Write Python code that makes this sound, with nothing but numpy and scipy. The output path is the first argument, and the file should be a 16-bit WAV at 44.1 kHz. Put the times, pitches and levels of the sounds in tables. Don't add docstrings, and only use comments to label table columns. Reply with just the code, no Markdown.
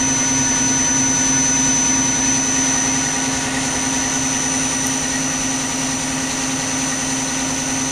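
import sys
import numpy as np
from scipy.fft import rfft, irfft, next_fast_len
from scipy.io import wavfile
from scipy.ndimage import map_coordinates

SR = 44100
rng = np.random.default_rng(int(sys.argv[2]) if len(sys.argv) > 2 else 0)


def file_out(sig):
    cols = np.atleast_2d(sig).T
    lim = np.clip(cols, -1, 1)
    pcm = np.round(lim * 32767).astype(np.int16)
    wavfile.write(sys.argv[1], SR, pcm)


N = 348831
TIME_S = np.arange(N) / SR
SHAFT_HZ, FIRST_TURN_S = 10.1225, .01


def amp(db):
    return 10 ** (np.asarray(db) / 20)


def curve(rows):
    return np.interp(TIME_S, *np.transpose(rows))


def wobble(knots_per_s):
    knots = rng.standard_normal(int(N * knots_per_s / SR) + 4)
    coarse_s = np.linspace(0, N / SR, 2000)
    return np.interp(TIME_S, coarse_s, map_coordinates(knots, [coarse_s * knots_per_s]))


def filtered(x, response):
    size = next_fast_len(N + SR // 4)
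    return irfft(rfft(x, size) * response(np.fft.rfftfreq(size, 1 / SR)), size)[..., :N]


def colour(table):
    knots_hz, *columns_db = np.transpose(table)
    return lambda hz: amp([np.interp(np.log(hz + 1), np.log(knots_hz), db) for db in columns_db])


def blend(noises, response, back):
    near, far = filtered(noises, response) * np.sqrt(SR / 2)
    return near * np.sqrt(1 - back) + far * np.sqrt(back)


def db_at(back, levels_db):
    return np.interp(back, np.linspace(0, 1, len(levels_db)), levels_db)


def tone(cycles, rms_db, flutter_db):
    return np.sqrt(2) * amp(rms_db + flutter_db * wobble(7)) * np.sin(2 * np.pi * (cycles + rng.random()))


# frequency in Hz, density near and back in dB per Hz.
RUMBLE_SPECTRUM = [(15, -75, -77), (35, -70, -71), (60, -59.5, -61.5), (90, -66, -65.5), (135, -56.5, -61),
                   (195, -71, -73), (260, -66, -66), (380, -71, -73), (700, -75, -77), (1500, -100, -100)]

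def frame_rumble(back):
    return blend(rng.standard_normal((2, N)), colour(RUMBLE_SPECTRUM), back)


# frequency in Hz,
# flutter in dB, level near and back in dB.
STEADY_TONES = [(130, 1.5, -37, -49), (133.1, 2, -43, -45), (270, 1, -47, -50), (310.5, 1, -49, -54),
                (5924, 4, -45, -53), (6026, 4, -43, -53), (6282, 4, -55, -49), (6438.7, 4, -48, -44),
                (8974, 4, -56, -53), (9026, 4, -57, -53), (9131, 4, -58, -52), (11950, 1.5, -69, -60),
                (12050, 1.5, -69, -61), (12386, 1, -60, -62)]

def steady_tones(back):
    return sum(tone(hz * TIME_S, db_at(back, levels_db), flutter_db)
               for hz, flutter_db, *levels_db in STEADY_TONES)


# time in seconds, level in dB.
FAN_LEVEL = [(0, -39), (1, -37.8), (2, -38.8), (2.6, -41), (3.25, -38.3), (3.6, -42), (4, -40.7),
             (4.4, -45), (5, -47), (6.5, -54), (7.2, -47), (7.9, -45)]
# frequency in Hz, offset from the fan level in dB.
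FAN_PARTIALS = [(1465, -7), (1471.1, -5.5), (1477.6, -2)]

def fan():
    return sum(tone(hz * TIME_S, curve(FAN_LEVEL) + db, flutter_db=.5) for hz, db in FAN_PARTIALS)


# start in seconds, peak in dB.
TICK_EVENTS = [(4.8686, -8)]

def tick(low_hz=5800, high_hz=10000, snap_t60_s=.005, tail_t60_s=.05, tail_db=-16):
    band = lambda hz: 1 / np.sqrt(1 + (low_hz / (hz + 1)) ** 12) / (1 + (hz / high_hz) ** 4)
    out = np.zeros(N)
    for start_s, peak_db in TICK_EVENTS:
        age_s = np.abs(TIME_S - start_s)
        decay = amp(-60 * age_s / snap_t60_s) + amp(tail_db - 60 * age_s / tail_t60_s)
        snap = filtered(rng.standard_normal(N) * (TIME_S >= start_s) * decay, band)
        out += amp(peak_db) * snap / np.abs(snap).max()
    return out


# centre and nominal width in Hz, density near and back in dB per Hz.
TUB_MODES = [(805, 42, -81, -84), (929, 34, -60.5, -63), (1187, 85, -61, -61), (1472, 66, -61, -60.5),
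             (1764, 25, -53.5, -61.5), (1906, 160, -60.5, -59.5), (2118, 18.6, -51.5, -85),
             (2548, 36, -55, -61), (2770, 250, -70, -63), (3070, 29, -58.5, -58.5), (4360, 190, -67.5, -69)]

def tub_ring(back):
    def response(hz):
        power = sum(amp([[near_db], [far_db]]) ** 2 / (1 + ((hz - mode_hz) / (.53 * width_hz)) ** 2) ** 2
                    for mode_hz, width_hz, near_db, far_db in TUB_MODES)
        return np.sqrt(power)
    return blend(rng.standard_normal((2, N)), response, back) * amp(.69 * wobble(18))


# frequency in Hz, density near and back in dB per Hz.
RUB_SPECTRUM = [(200, -64, -67.5), (545, -69.5, -72), (840, -68, -64), (1590, -73.5, -70.5),
                (2360, -65, -65), (3240, -66.5, -68), (4000, -66, -65.5), (4960, -69, -68.5),
                (6110, -64.5, -61), (6920, -64, -63.5), (8060, -73, -73), (8950, -71, -69.5),
                (10650, -76.5, -77.5), (10660, -91.5, -89), (12100, -90, -81), (12600, -106, -103),
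                (14600, -116, -114)]
# time in seconds, gain on hiss and tub ring in dB.
RUB_GAIN = [(0, .4), (1.5, .4), (2.5, .4), (3.4, .8), (4.4, .4), (5.2, 0), (6.5, -.2), (7.9, -.7)]

def wet_rubbing(turn, back, ripple_db=1.3, swell_db=.72, lead_turns=.17):
    def response(hz):
        grid_hz = np.arange(0, SR / 2, 45)
        ripple = np.array([np.interp(hz, grid_hz, row) for row in rng.standard_normal((2, len(grid_hz)))])
        return colour(RUB_SPECTRUM)(hz) * amp(ripple_db * ripple)
    swell = amp(swell_db * np.cos(2 * np.pi * (turn + lead_turns)) + .59 * wobble(14))
    hiss = blend(rng.standard_normal((2, N)), response, back) * swell
    return amp(curve(RUB_GAIN)) * (hiss + tub_ring(back))


def stick_slip(events, length_s, width_hz, length_spread=.45):
    size = SR // 10
    lag_s, bins_hz = (np.arange(size) - size // 2) / SR, np.fft.rfftfreq(size, 1 / SR)
    out = np.zeros(N + 3 * size)
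    for centre_s, hz, db in events:
        burst_s = length_s * np.exp(length_spread * rng.standard_normal())
        envelope = np.exp(-(lag_s / burst_s) ** 2)
        band = np.exp(-((bins_hz - hz) / width_hz) ** 2)
        rasp = irfft(rfft(rng.standard_normal(size)) * band, size) * envelope
        start = size // 2 + round(centre_s * SR)
        out[start:start + size] += amp(db) * rasp * np.linalg.norm(envelope) / np.linalg.norm(rasp)
    return out[size:size + N]


# time in seconds, pitch in Hz, level in dB.
SCRAPE_ACCENTS = [(.679, 4300, -32.5), (1.462, 4300, -36), (1.576, 3900, -33), (2.185, 3700, -33.5),
                  (3.32, 4100, -36), (6.322, 4220, -33.5), (6.445, 4350, -33.5), (6.513, 3750, -33),
                  (6.61, 4100, -34.5), (7.292, 4030, -34), (7.4, 4120, -37)]

def scrapes(place_turns=.8, pitch_hz=4000, level_db=-41.5):
    times_s = np.arange(FIRST_TURN_S + place_turns / SHAFT_HZ, N / SR, 1 / SHAFT_HZ)
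    jitter_s, jitter_hz, jitter_db = rng.normal(0, (.017, 210, 2), (len(times_s), 3)).T
    events = zip(times_s + jitter_s, pitch_hz + jitter_hz, level_db + jitter_db)
    return stick_slip([*events, *SCRAPE_ACCENTS], length_s=.017, width_hz=220)


# time in seconds, level of the turn's first squeak in dB.
GRIP_LEVEL = [(0, -37), (2.35, -38), (2.7, -33.5), (4.1, -35), (5.7, -33.5), (6.3, -34.5), (7.05, -34.5),
              (7.4, -38), (7.9, -39)]
# time in seconds, pitch in Hz, level in dB.
SQUEAK_ACCENTS = [(2.579, 1900, -27), (2.632, 1880, -31), (2.695, 1890, -31), (2.773, 1880, -28.5),
                  (2.823, 1890, -28.5), (2.965, 1920, -30), (3.066, 1880, -28.5), (3.225, 1880, -31),
                  (3.369, 1880, -29), (3.49, 1880, -31), (3.572, 1880, -28), (4.048, 1910, -28.5),
                  (4.37, 1960, -31), (4.455, 1890, -30.5), (4.55, 1960, -30), (4.85, 1970, -32.5),
                  (5.048, 1880, -31), (5.148, 1890, -26.5), (5.645, 1930, -30), (6.632, 1990, -32),
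                  (6.93, 1870, -31), (7.027, 1880, -30.5)]

def squeaks(pitch_hz=1868, rise_hz_per_s=13.2, second_turns=.46, second_db=-7):
    turns_s = np.arange(FIRST_TURN_S, N / SR, 1 / SHAFT_HZ)
    events = list(SQUEAK_ACCENTS)
    for times_s, offset_db in [(turns_s, 0), (turns_s + second_turns / SHAFT_HZ, second_db)]:
        jitter_s, jitter_hz, jitter_db = rng.normal(0, (.004, 22, .6), (len(times_s), 3)).T
        hz = pitch_hz + rise_hz_per_s * times_s + jitter_hz
        db = np.interp(times_s, *np.transpose(GRIP_LEVEL)) + offset_db - jitter_db
        events += zip(times_s + jitter_s, hz, db)
    return stick_slip(events, length_s=.0094, width_hz=50)


def tooth_knock(turn, back, pitch_hz=530, place_turns=.26, length_s=.019, near_db=-39, far_db=-38):
    lag_s = ((turn - place_turns + .5) % 1 - .5) / SHAFT_HZ
    envelope = amp(db_at(back, (near_db, far_db))) * np.exp(-(lag_s / length_s) ** 2)
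    return np.sqrt(2) * envelope * np.sin(2 * np.pi * pitch_hz * lag_s)


# frequency in Hz, density near and back in dB per Hz.
RATTLE_SPECTRUM = [(30, -80, -77.5), (70, -64.5, -65.5), (140, -64, -64.5), (205, -73, -73),
                   (322, -66, -68), (371, -68, -70), (513, -64, -67), (620, -66, -65.5),
                   (900, -64.5, -67.5), (1350, -68.5, -67), (1710, -65.5, -70), (1890, -64.5, -65),
                   (2350, -76, -72), (4000, -114, -118)]
# time in seconds, gain on the rattle in dB.
LOAD_GAIN = [(0, 0), (2.2, 0), (2.9, .8), (3.6, .8), (4.6, 0), (6.6, -.3), (7.9, -1)]

def gear_rattle(turn, back, repeat_share=.8):
    size = int(SR / SHAFT_HZ)
    one_turn = rng.standard_normal((2, size))
    one_turn /= np.sqrt(np.mean(one_turn ** 2, axis=1, keepdims=True))
    faults = one_turn[:, (turn * size).astype(int) % size]
    teeth = np.sqrt(repeat_share) * faults + np.sqrt(1 - repeat_share) * rng.standard_normal((2, N))
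    return amp(curve(LOAD_GAIN)) * blend(teeth * amp(1.4 * wobble(25)), colour(RATTLE_SPECTRUM), back)


# multiple of the shaft rate, level near, halfway and back in dB before trim.
GEAR_ORDERS = [(5, -49, -52, -55), (6, -46, -52, -54), (11, -47, -50, -50), (13, -50, -44, -58),
               (14, -53, -46, -55), (15, -40, -39, -38.5), (16, -45, -46, -47), (17, -50, -51, -52),
               (32, -51, -53, -56), (33, -48, -50, -52), (42, -49, -40, -43.5), (44, -47, -57, -59),
               (48, -49, -56, -52), (50, -56, -50, -50), (51, -48, -50, -51), (52, -48, -49, -54),
               (53, -51, -52, -48), (54, -49, -48, -46), (59, -49, -52, -56), (60, -46, -47, -45),
               (70, -44, -45, -52), (71, -56, -48, -49), (72, -56, -47, -51), (74, -55, -46, -56),
               (76, -50, -44, -53), (79, -48, -41, -45), (80, -48, -41, -42.5), (82, -49, -46, -48),
               (85, -51, -57, -52), (92, -46, -49, -48), (93, -47, -53, -52), (94, -34.5, -35.5, -40.5),
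               (111, -46, -49, -53), (117, -50, -55, -62), (150, -59, -53, -53), (175, -47, -60, -63),
               (178, -50, -55, -53), (184, -55, -51, -57)]

def gear_tones(turn, back, drift_cycles=.07, trim_db=-.15):
    return sum(tone(order * turn + drift_cycles * back * wobble(4),
                    db_at(back, levels_db) + trim_db, flutter_db=1)
               for order, *levels_db in GEAR_ORDERS)


MESH_BINDS = [(.09, .105, .64, .01), (.2, .05, 0, -.05), (.4, .06, -.19, .06), (.47, .06, 0, -.11),
              (.7, .09, .12, .04), (.83, .08, -.5, -.05), (.93, .085, -.26, .17)]
# time in seconds, level in dB before gain.
HUM_LEVEL = [(0, -25.3), (1.7, -24.8), (2.7, -25.3), (3.2, -26.6), (4, -26.3), (5, -26.7), (7.9, -27.1)]

def gear_hum(turn, mesh_order=26, gain_db=3, sway_hz=3.105, first_sway_s=.052, sway_db=-12.5):
    place, width, load_change, lead_teeth = np.transpose(MESH_BINDS)
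    contact = np.exp(-(((turn[:, None] - place + .5) % 1 - .5) / width) ** 2)
    mesh = (1 + contact @ load_change) * np.sin(2 * np.pi * (mesh_order * turn + contact @ lead_teeth))
    sway_cycles = sway_hz * (TIME_S - first_sway_s)
    sway_tone = amp(sway_db) * np.sin(2 * np.pi * (mesh_order * turn + sway_cycles))
    return amp(curve(HUM_LEVEL) + gain_db + .3 * wobble(11)) * (mesh + sway_tone)


# time in seconds, level in dB.
UPPER_LEVEL = [(0.0, -19.6), (1.9, -18.0), (2.2, -21.7), (2.3, -17.8), (2.45, -22.1), (2.7, -19.2),
               (3.45, -31), (3.54, -46), (3.59, -30), (3.68, -25), (3.85, -27), (4.05, -24), (4.75, -30.2),
               (5.1, -36.1), (5.5, -30.6), (5.75, -35.5), (6.0, -52.2), (6.6, -29.5), (7.4, -27.0),
               (7.89, -28.3)]
LOWER_LEVEL = [(0.0, -36.2), (1.45, -32.4), (1.8, -33.7), (2.25, -29.2), (3.15, -26.8), (3.42, -33),
               (3.63, -37), (3.78, -29), (3.9, -27.5), (4.2, -30.5), (4.6, -24.6), (7.89, -33.7)]
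CENTRE_LEVEL = [(0, -38), (2.2, -40), (2.75, -34), (3, -41), (3.4, -35), (3.52, -47), (3.65, -35),
                (3.95, -41), (4.25, -31.5), (5.1, -31.5), (5.7, -45), (6.7, -37), (7.9, -34)]
WHISTLE_LEVEL = [(0, -46.0), (2.3, -46.1), (2.75, -41.2), (3.3, -45.2), (3.7, -36.5), (4.1, -44.9),
                 (4.6, -34.4), (5.3, -44.8), (7.89, -44.1)]
# carrier multiple, supply multiple, level near, halfway and back in dB.
WEAK_SIDEBANDS = [(3, -5, -57, -50, -45.5), (3, -3, -47.5, -44, -44)]

def inverter_whine(back, carrier_hz=3000, supply_hz=26.2, fade_db=1.6):
    strong = [(2, 2, curve(UPPER_LEVEL)), (2, -2, curve(LOWER_LEVEL)),
              (2, 0, curve(CENTRE_LEVEL)), (3, 3, curve(WHISTLE_LEVEL))]
    weak = [(harmonic, sideband, db_at(back, levels_db) + fade_db * np.sqrt(back) * wobble(3))
            for harmonic, sideband, *levels_db in WEAK_SIDEBANDS]
    out = np.zeros(N)
    for harmonic, sideband, db in strong + weak:
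        hz = harmonic * carrier_hz + sideband * supply_hz
        shift_cycles = .08 * back * wobble(9)
        out += tone(hz * TIME_S + shift_cycles, db, flutter_db=.3 + .7 * back)
    return out


# time in seconds, place from 0 (at the plate) to 1 (a few steps back).
LISTENER_PATH = [(0, 0), (2.1, .02), (2.8, .45), (4, .6), (5.2, 1), (7.9, 1)]

def scene():
    back = curve(LISTENER_PATH)
    turn = SHAFT_HZ * (TIME_S - FIRST_TURN_S) + .0004 * wobble(4)
    gearbox = gear_hum(turn) + tooth_knock(turn, back) + gear_rattle(turn, back) + gear_tones(turn, back)
    drive = gearbox + fan() + steady_tones(back) + inverter_whine(back)
    plate = wet_rubbing(turn, back) + frame_rumble(back) + squeaks() + scrapes()
    return np.array([drive + plate + tick()] * 2)


def record(dry):
    return filtered(dry, lambda hz: hz < 15000)


dry = scene()
out = record(dry)
file_out(out)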